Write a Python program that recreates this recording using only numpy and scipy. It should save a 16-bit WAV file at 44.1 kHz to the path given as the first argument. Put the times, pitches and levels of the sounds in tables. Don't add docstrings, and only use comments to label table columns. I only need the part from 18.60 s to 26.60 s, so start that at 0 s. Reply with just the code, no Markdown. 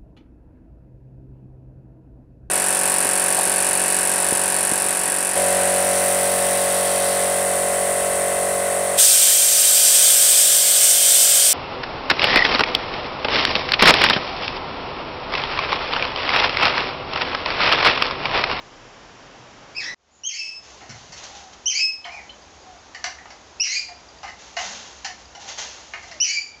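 import sys
import numpy as np
from scipy import signal
from scipy.fft import rfft, irfft
from scipy.io import wavfile
from scipy.ndimage import uniform_filter1d

SR = 44100
rng = np.random.default_rng(int(sys.argv[2]) if len(sys.argv) > 2 else 0)


def master_out(mix):
    frames = np.transpose(np.atleast_2d(mix))
    ceiling = np.clip(frames, -1, 1)
    pcm = np.round(ceiling * 32767).astype(np.int16)
    wavfile.write(sys.argv[1], SR, pcm)


N = 352800
TIME = np.arange(N) / SR
ROOM_START_S = 1.345


def from_db(db):
    return 10 ** (np.asarray(db) / 20)


def rms_one(x):
    return x / np.sqrt(np.mean(x ** 2) + 1e-20)


def at_hz(points, hz):
    table_hz, db = np.transpose(points)
    return from_db(np.interp(np.log(hz + 1e-3), np.log(table_hz), db))


def colour(x, points):
    hz = np.fft.rfftfreq(len(x), 1 / SR)
    return rms_one(irfft(rfft(x) * at_hz(points, hz), len(x)))


def flutter(size, low_hz, high_hz):
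    band = signal.butter(2, [low_hz, high_hz], "band", fs=SR, output="sos")
    return rms_one(signal.sosfilt(band, rng.standard_normal(size + SR // 10))[-size:])


def bell(x, centre, width):
    return np.exp(-((x - centre) / width) ** 2)


def add(track, s, sound):
    start = int(s * SR)
    track[start:start + len(sound)] += sound[:N - start]


def in_room(x, wet_db, t60):
    t = TIME[:SR * 2 // 3]
    echoes = rng.standard_normal(len(t)) * from_db(-60 * t / t60) * (t > .002)
    response = from_db(wet_db) * echoes / np.linalg.norm(echoes)
    response[0] = 1
    heard = signal.fftconvolve(x, response)
    return heard * np.linalg.norm(x) / np.linalg.norm(heard)


def aviary_air():
    # f/Hz, level/dB
    air_tone = [(15, -49), (25, 1.5), (48, -7), (64, -10.5), (123, -2), (190, -7), (279, -5), (890, -5),
                (2450, -13), (2970, -13), (4270, -18.5), (5570, -16), (7260, -22.5), (8000, -42),
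                (10400, -67), (17600, -120)]
    return from_db(-45) * colour(rng.standard_normal(N), air_tone)


def call_shape(squeak, rasp, whistle):
    s, attack, rise, crest_hz, squeak_db, beak_db = squeak
    fall, climb, dip_hz, dip_db, dip_rough, climb_db, bend = rasp
    hold, top_hz, steady_hz, whistle_db, whistle_rough, whistle_bright_db = whistle
    dip, top, end = np.cumsum([rise + fall, climb, hold])
    rasping, clear = rise + 0.43 * fall, dip + 0.29 * climb
    t = np.arange(0, end, 1 / SR)
    held_s = np.maximum(t - top, 0)
    catch = bell(t, top - .018, width=.012)

    arch = crest_hz * (.86 + .14 * np.sin(np.pi / 2 * t / rise))
    drop = crest_hz + (dip_hz - crest_hz) * np.clip((t - rise) / fall, 0, 1) ** 1.4
    scoop = dip_hz + (top_hz - dip_hz) * np.clip((t - dip) / climb, 0, 1) ** bend
    settle = steady_hz + (top_hz - steady_hz) * np.exp(-held_s / .018)
    pitch = np.select([t < rise, t < dip, t < top], [arch, drop, scoop], settle)

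    effort_db = np.interp(t, [attack, rasping, dip, clear, top],
                          [squeak_db, squeak_db - 5, dip_db, climb_db, whistle_db])
    fade_db = np.interp(t, [0, attack, end - 0.0099, end], [13, 0, 0, 18])
    level_db = effort_db - fade_db - 50 * held_s - 5 * catch
    rough = np.interp(t, [rise, rasping, dip, clear, top],
                      [0.031, dip_rough, dip_rough, 0.22, whistle_rough])
    rough = np.clip(rough + 0.51 * catch, 0, 1)
    bright_db = np.interp(t, [dip, clear, top], [0, 5, whistle_bright_db])
    return s + t, pitch, level_db, rough, bright_db, beak_db * (t < dip)


def galah_call(call, shake, waver, upper_db, hiss_db, wet_db, t60):
    # f/Hz, level/dB
    throat = [(1500, -10), (2000, -5), (2600, 4), (3100, 3), (3600, -19.5), (4400, -3.5), (5200, 6.5),
              (6000, -6), (6600, 3.5), (7200, -9.5), (8500, -25.5)]
    beak_hz, beak_width_hz, rasp_depth = 5774, 480, .085
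    t, pitch, level_db, rough, bright_db, beak_db = call_shape(*call)
    rasp = rasp_depth * rough ** 1.12 * flutter(len(t), 130, 660)
    shaken_pitch = pitch * (1 + rasp + waver * flutter(len(t), 25, 140))
    phase = 2 * np.pi * np.cumsum(shaken_pitch) / SR
    tremble = np.exp(shake * rough * flutter(len(t), 110, 400) - (shake * rough) ** 2)
    soft_ends = np.clip(np.minimum(t - t[0], t[-1] - t) / 0.00091, 0, 1)
    strength = from_db(level_db) * tremble * soft_ends
    harmonics = np.arange(1, 5)[:, None]
    tilt_db = bright_db * np.log2(np.minimum(harmonics, 2)) + upper_db * np.maximum(harmonics - 2, 0)
    beak_ring_db = beak_db * bell(harmonics * pitch, beak_hz, beak_width_hz)
    weights = at_hz(throat, harmonics * pitch) * from_db(tilt_db + beak_ring_db)
    tones = np.sqrt(2) * strength * weights / np.linalg.norm(weights, axis=0) * np.sin(harmonics * phase)
    hiss = from_db(hiss_db) * strength * rough * colour(flutter(len(t), 1900, 6600), throat)
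    out = np.zeros(N)
    add(out, t[0], sum(in_room(part, wet_db, t60) for part in [*tones, hiss]))
    return out


def room_air():
    # f/Hz, level/dB
    air_tone = [(15, -45.5), (25, -19), (64, 3), (117, -8.5), (286, -6.5), (373, -6.5), (453, -6),
                (808, -4), (890, -5), (1410, -9.5), (1590, -10.5), (2510, -13.5), (4820, -15), (6760, -13),
                (8000, -34.5), (10400, -66), (17600, -120)]
    return from_db(-47.5) * colour(rng.standard_normal(N), air_tone)


def distant_notes():
    # t/s, length/s, start f/Hz, middle f/Hz, end f/Hz, level/dB
    far_notes = [(1.507, .1, 7000, 6920, 7000, -51), (2.675, 0.23, 766, 806, 707, -49),
                 (3.477, .135, 1960, 2430, 1810, -38.5), (4.040, 0.15, 736, 738, 630, -48),
                 (6.760, 0.15, 769, 810, 697, -50), (7.420, 0.16, 763, 700, 586, -49.5)]
    out = np.zeros(N)
    for s, length, start_hz, middle_hz, end_hz, db in far_notes:
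        progress = np.linspace(0, 1, int(length * SR))
        curve = np.polyfit([0, .5, 1], [start_hz, middle_hz, end_hz], 2)
        pitch = np.polyval(curve, progress) * (1 + 0.023 * flutter(len(progress), 13, 150))
        note = np.sin(2 * np.pi * np.cumsum(pitch) / SR) * np.sqrt(progress * (1 - progress))
        add(out, s, in_room(from_db(db) * rms_one(note), wet_db=-4.0, t60=0.37))
    return out


def feather_rustle(ticks_per_s, spread_db, attack_s):
    # t/s, level/dB, time to fade by 60 dB/s
    strokes = [(2.021, -44.5, 1.4), (2.34, -47.5, 2.5), (2.56, -38.5, 0.34), (2.62, -36.5, 0.52),
               (2.735, -41.5, .6), (2.92, -43, 0.04), (5.78, -42.5, 1), (5.97, -31, 1.44),
               (6.028, -35, 0.76), (6.58, -47.5, 0.3), (6.79, -41.5, 3), (6.872, -30.5, .3),
               (6.97, -29.5, 0.67), (7.13, -49, 1.5), (7.46, -46, 0.7)]
    # f/Hz, level/dB
    feather_tone = [(290, -24), (500, -9.5), (733, -3.5), (1190, -9), (1810, -6.5), (2480, -9),
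                    (2690, -5.5), (5150, -7), (6490, -2.5), (7210, -10), (8000, -30), (10400, -50),
                    (17600, -120)]
    power, t = np.zeros(N), TIME[:SR]
    for s, db, t60 in strokes:
        swell = np.minimum(t / attack_s, 1)
        fade = from_db(db - 60 * np.maximum(t - attack_s, 0) / t60)
        add(power, s, (swell * fade) ** 2)
    sizes = from_db(spread_db * np.minimum(rng.exponential(1, N), 4)) * rng.standard_normal(N)
    ticks = colour(sizes * (rng.random(N) < ticks_per_s / SR), feather_tone)
    return in_room(ticks * np.sqrt(power), wet_db=-5.5, t60=0.27)[:N]


def cage_knocks(click_db, gain_db):
    # t/s, relative level/dB, body/dB, treble/dB, scrape fade time/s
    touches = [(2.207, -38.5, 7, -15, 0.023), (2.294, -34.5, -3, -2.5, 0.018),
               (2.522, -35.5, -4, 0.5, .015), (3.449, -26, 3, -12, 0.017), (3.517, -34, 15.5, 3, 0.047),
               (4.347, -32, -8, -7, 0.0048), (4.441, -20, -2.5, -6.5, .0026),
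               (4.585, -39.5, -8, -26, 0.0014), (4.655, -39.5, 6, -13, .002), (4.704, -39, -3, -5, 0.0071),
               (5.285, -34, 9, -17, 0.012), (5.631, -29, 6.5, -8.5, 0.021), (5.677, -33, 0, -10, 0.012),
               (5.967, -20, 1.5, -11, 0.011), (6.446, -24, -4.5, -2.5, 0.011),
               (6.749, -36.5, 5, -2.5, 0.0093), (7.336, -27.5, -8.5, -16, 0.0041),
               (7.425, -37, -5, -5, 0.024), (7.513, -35.5, -6, -5.5, 0.0046)]
    # f/Hz, width/Hz, level/dB
    cage_tones = [(706.5, 64, 5.5), (816, 109, 3), (1056, 89, -3), (1256, 100, -1.5), (1500, 240, -4),
                  (1877, 120, 3.5), (2042, 71, 6), (2128, 152, 2.5), (2917, 226, -2.5), (4300, 480, -1.5),
                  (5300, 500, 0.5), (6040, 360, 0.5), (7210, 340, -7)]
    out, t = np.zeros(N), TIME[:SR // 5]
    for s, level_db, body_db, treble_db, scrape_s in touches:
        force = rng.standard_normal(len(t)) * np.exp(-t / max(scrape_s, .001))
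        force[0] += from_db(click_db) * np.linalg.norm(force)
        touch_tone = [(900, body_db), (1900, 0.004), (2800, 0.0022), (4800, treble_db)]   # f/Hz, level/dB
        knock = 0
        for k, (hz, width_hz, db) in enumerate(cage_tones):
            r = np.exp(-np.pi * width_hz / SR)
            ring = signal.lfilter([1, 0, -1], [1, -2 * r * np.cos(2 * np.pi * hz / SR), r * r], force)
            knock += (-1) ** k * (1 - r * r) * from_db(db) * at_hz(touch_tone, hz) * ring
        add(out, s, in_room(from_db(level_db + gain_db) * rms_one(knock), wet_db=3.5, t60=0.3))
    return out


def perch_bumps():
    # t/s, f/Hz, level/dB, length/s
    pushes = [(2.215, 170.7, -52, 0.031), (2.285, 134, -43, 0.057), (2.340, 125, -49, 0.036),
              (2.486, 131, -53.5, 0.053), (6.030, 216, -54, 0.18)]
    out = np.zeros(N)
    for s, hz, db, length in pushes:
        progress = np.linspace(0, 1, int(length * SR))
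        spread = 1 + 3.5 / (hz * length)
        hum = flutter(len(progress), hz / spread, hz * spread) * np.sqrt(progress) * (1 - progress)
        add(out, s, in_room(from_db(db) * rms_one(hum), wet_db=-1.5, t60=0.51))
    return out


def high_pips(length_s):
    # t/s, f/Hz, level/dB
    pip_notes = [(3.440, 3080, -32), (3.441, 4070, -41), (3.691, 3034, -38), (3.696, 4160, -48),
                 (3.815, 4800, -53), (4.015, 4820, -53), (4.182, 4900, -55), (5.483, 4760, -49),
                 (5.582, 4740, -52), (6.65, 4850, -50)]
    out, t = np.zeros(N), TIME[:int(length_s * SR)]
    for s, hz, db in pip_notes:
        pip = np.sin(2 * np.pi * hz * t + 0.41 * flutter(len(t), 60, 305)) * np.hanning(len(t))
        add(out, s, in_room(from_db(db) * rms_one(pip), wet_db=-1.5, t60=0.21))
    return out


def volume_control(x, threshold_db, share, release_db_per_s, attack_s):
    level_db = 10 * np.log10(np.maximum(uniform_filter1d(x ** 2, SR // 250), 1e-12))
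    wanted_db = share * np.maximum(level_db - threshold_db, 0)
    creep = release_db_per_s * TIME
    down_db = np.maximum.accumulate(wanted_db + creep) - creep
    r = np.exp(-1 / (attack_s * SR))
    return x * from_db(-signal.lfilter([1 - r], [1, -r], down_db))


def scene():
    # t/s, attack/s, rise/s, crest f/Hz, level/dB, ring of the open beak/dB
    squeaks = [(1.148, 0.021, .028, 2616, -25.5, -2), (1.635, 0.036, 0.04, 3249, -8, 13),
               (3.057, 0.0091, .028, 3163, -8.5, 19), (4.998, 0.012, 0.028, 2908, -9, 13.5),
               (7.601, 0.011, .025, 3010, -5.5, 18.5)]
    # fall/s, climb/s, dip f/Hz, dip level/dB, roughness 0-1, climb level/dB, bend (1 = straight)
    rasps = [(.056, .034, 1660, -30.5, 0.5, -24.5, 0.91), (.048, .054, 2050, -25, 0.4, -15, 1),
             (.046, .078, 1900, -28.5, 0.3, -14.5, .55), (.042, .094, 1950, -26.5, 0.67, -19, 1.4),
             (.046, .068, 2100, -21, 0.59, -13, .8)]
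    # hold/s, start f/Hz, steady f/Hz, level/dB, roughness 0-1, brightness/dB
    whistles = [(0.041, 1930, 2000, -26.5, 0.28, -3.5), (0.116, 2690, 2610, -15, 0.18, 3),
                (0.058, 2595, 2580, -9.5, 0.03, 0.5), (0.023, 2440, 2350, -16, 0.24, 2.5),
                (0.056, 2430, 2295, -14.5, 0.13, -2)]
    first_call, *later_calls = zip(squeaks, rasps, whistles)
    aviary = galah_call(first_call, shake=0.22, waver=0.019, upper_db=-11.5, hiss_db=-21,
                        wet_db=4.5, t60=0.34)
    aviary += aviary_air()
    room = sum(galah_call(call, shake=0.44, waver=0.0012, upper_db=-6, hiss_db=-3, wet_db=3.5, t60=0.36)
               for call in later_calls)
    room += cage_knocks(click_db=-9.5, gain_db=-11.5) + perch_bumps()
    room += feather_rustle(ticks_per_s=9000, spread_db=1.5, attack_s=0.018)
    room += distant_notes() + high_pips(length_s=.014) + room_air()
    return np.where(TIME < ROOM_START_S, aviary, room)[None]


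def record(dry):
    fade_in_s, cutoff_hz = 0.81, 7900
    levelled = volume_control(dry[0], threshold_db=-24, share=.55, release_db_per_s=22, attack_s=.005)
    fade_in = np.interp(TIME - ROOM_START_S, [0, fade_in_s], [from_db(-33), 1], left=1)
    treble_cut = signal.ellip(10, .1, 70, cutoff_hz, fs=SR, output="sos")
    return signal.sosfilt(treble_cut, levelled * fade_in)[None]


dry = scene()
out = record(dry)
master_out(out)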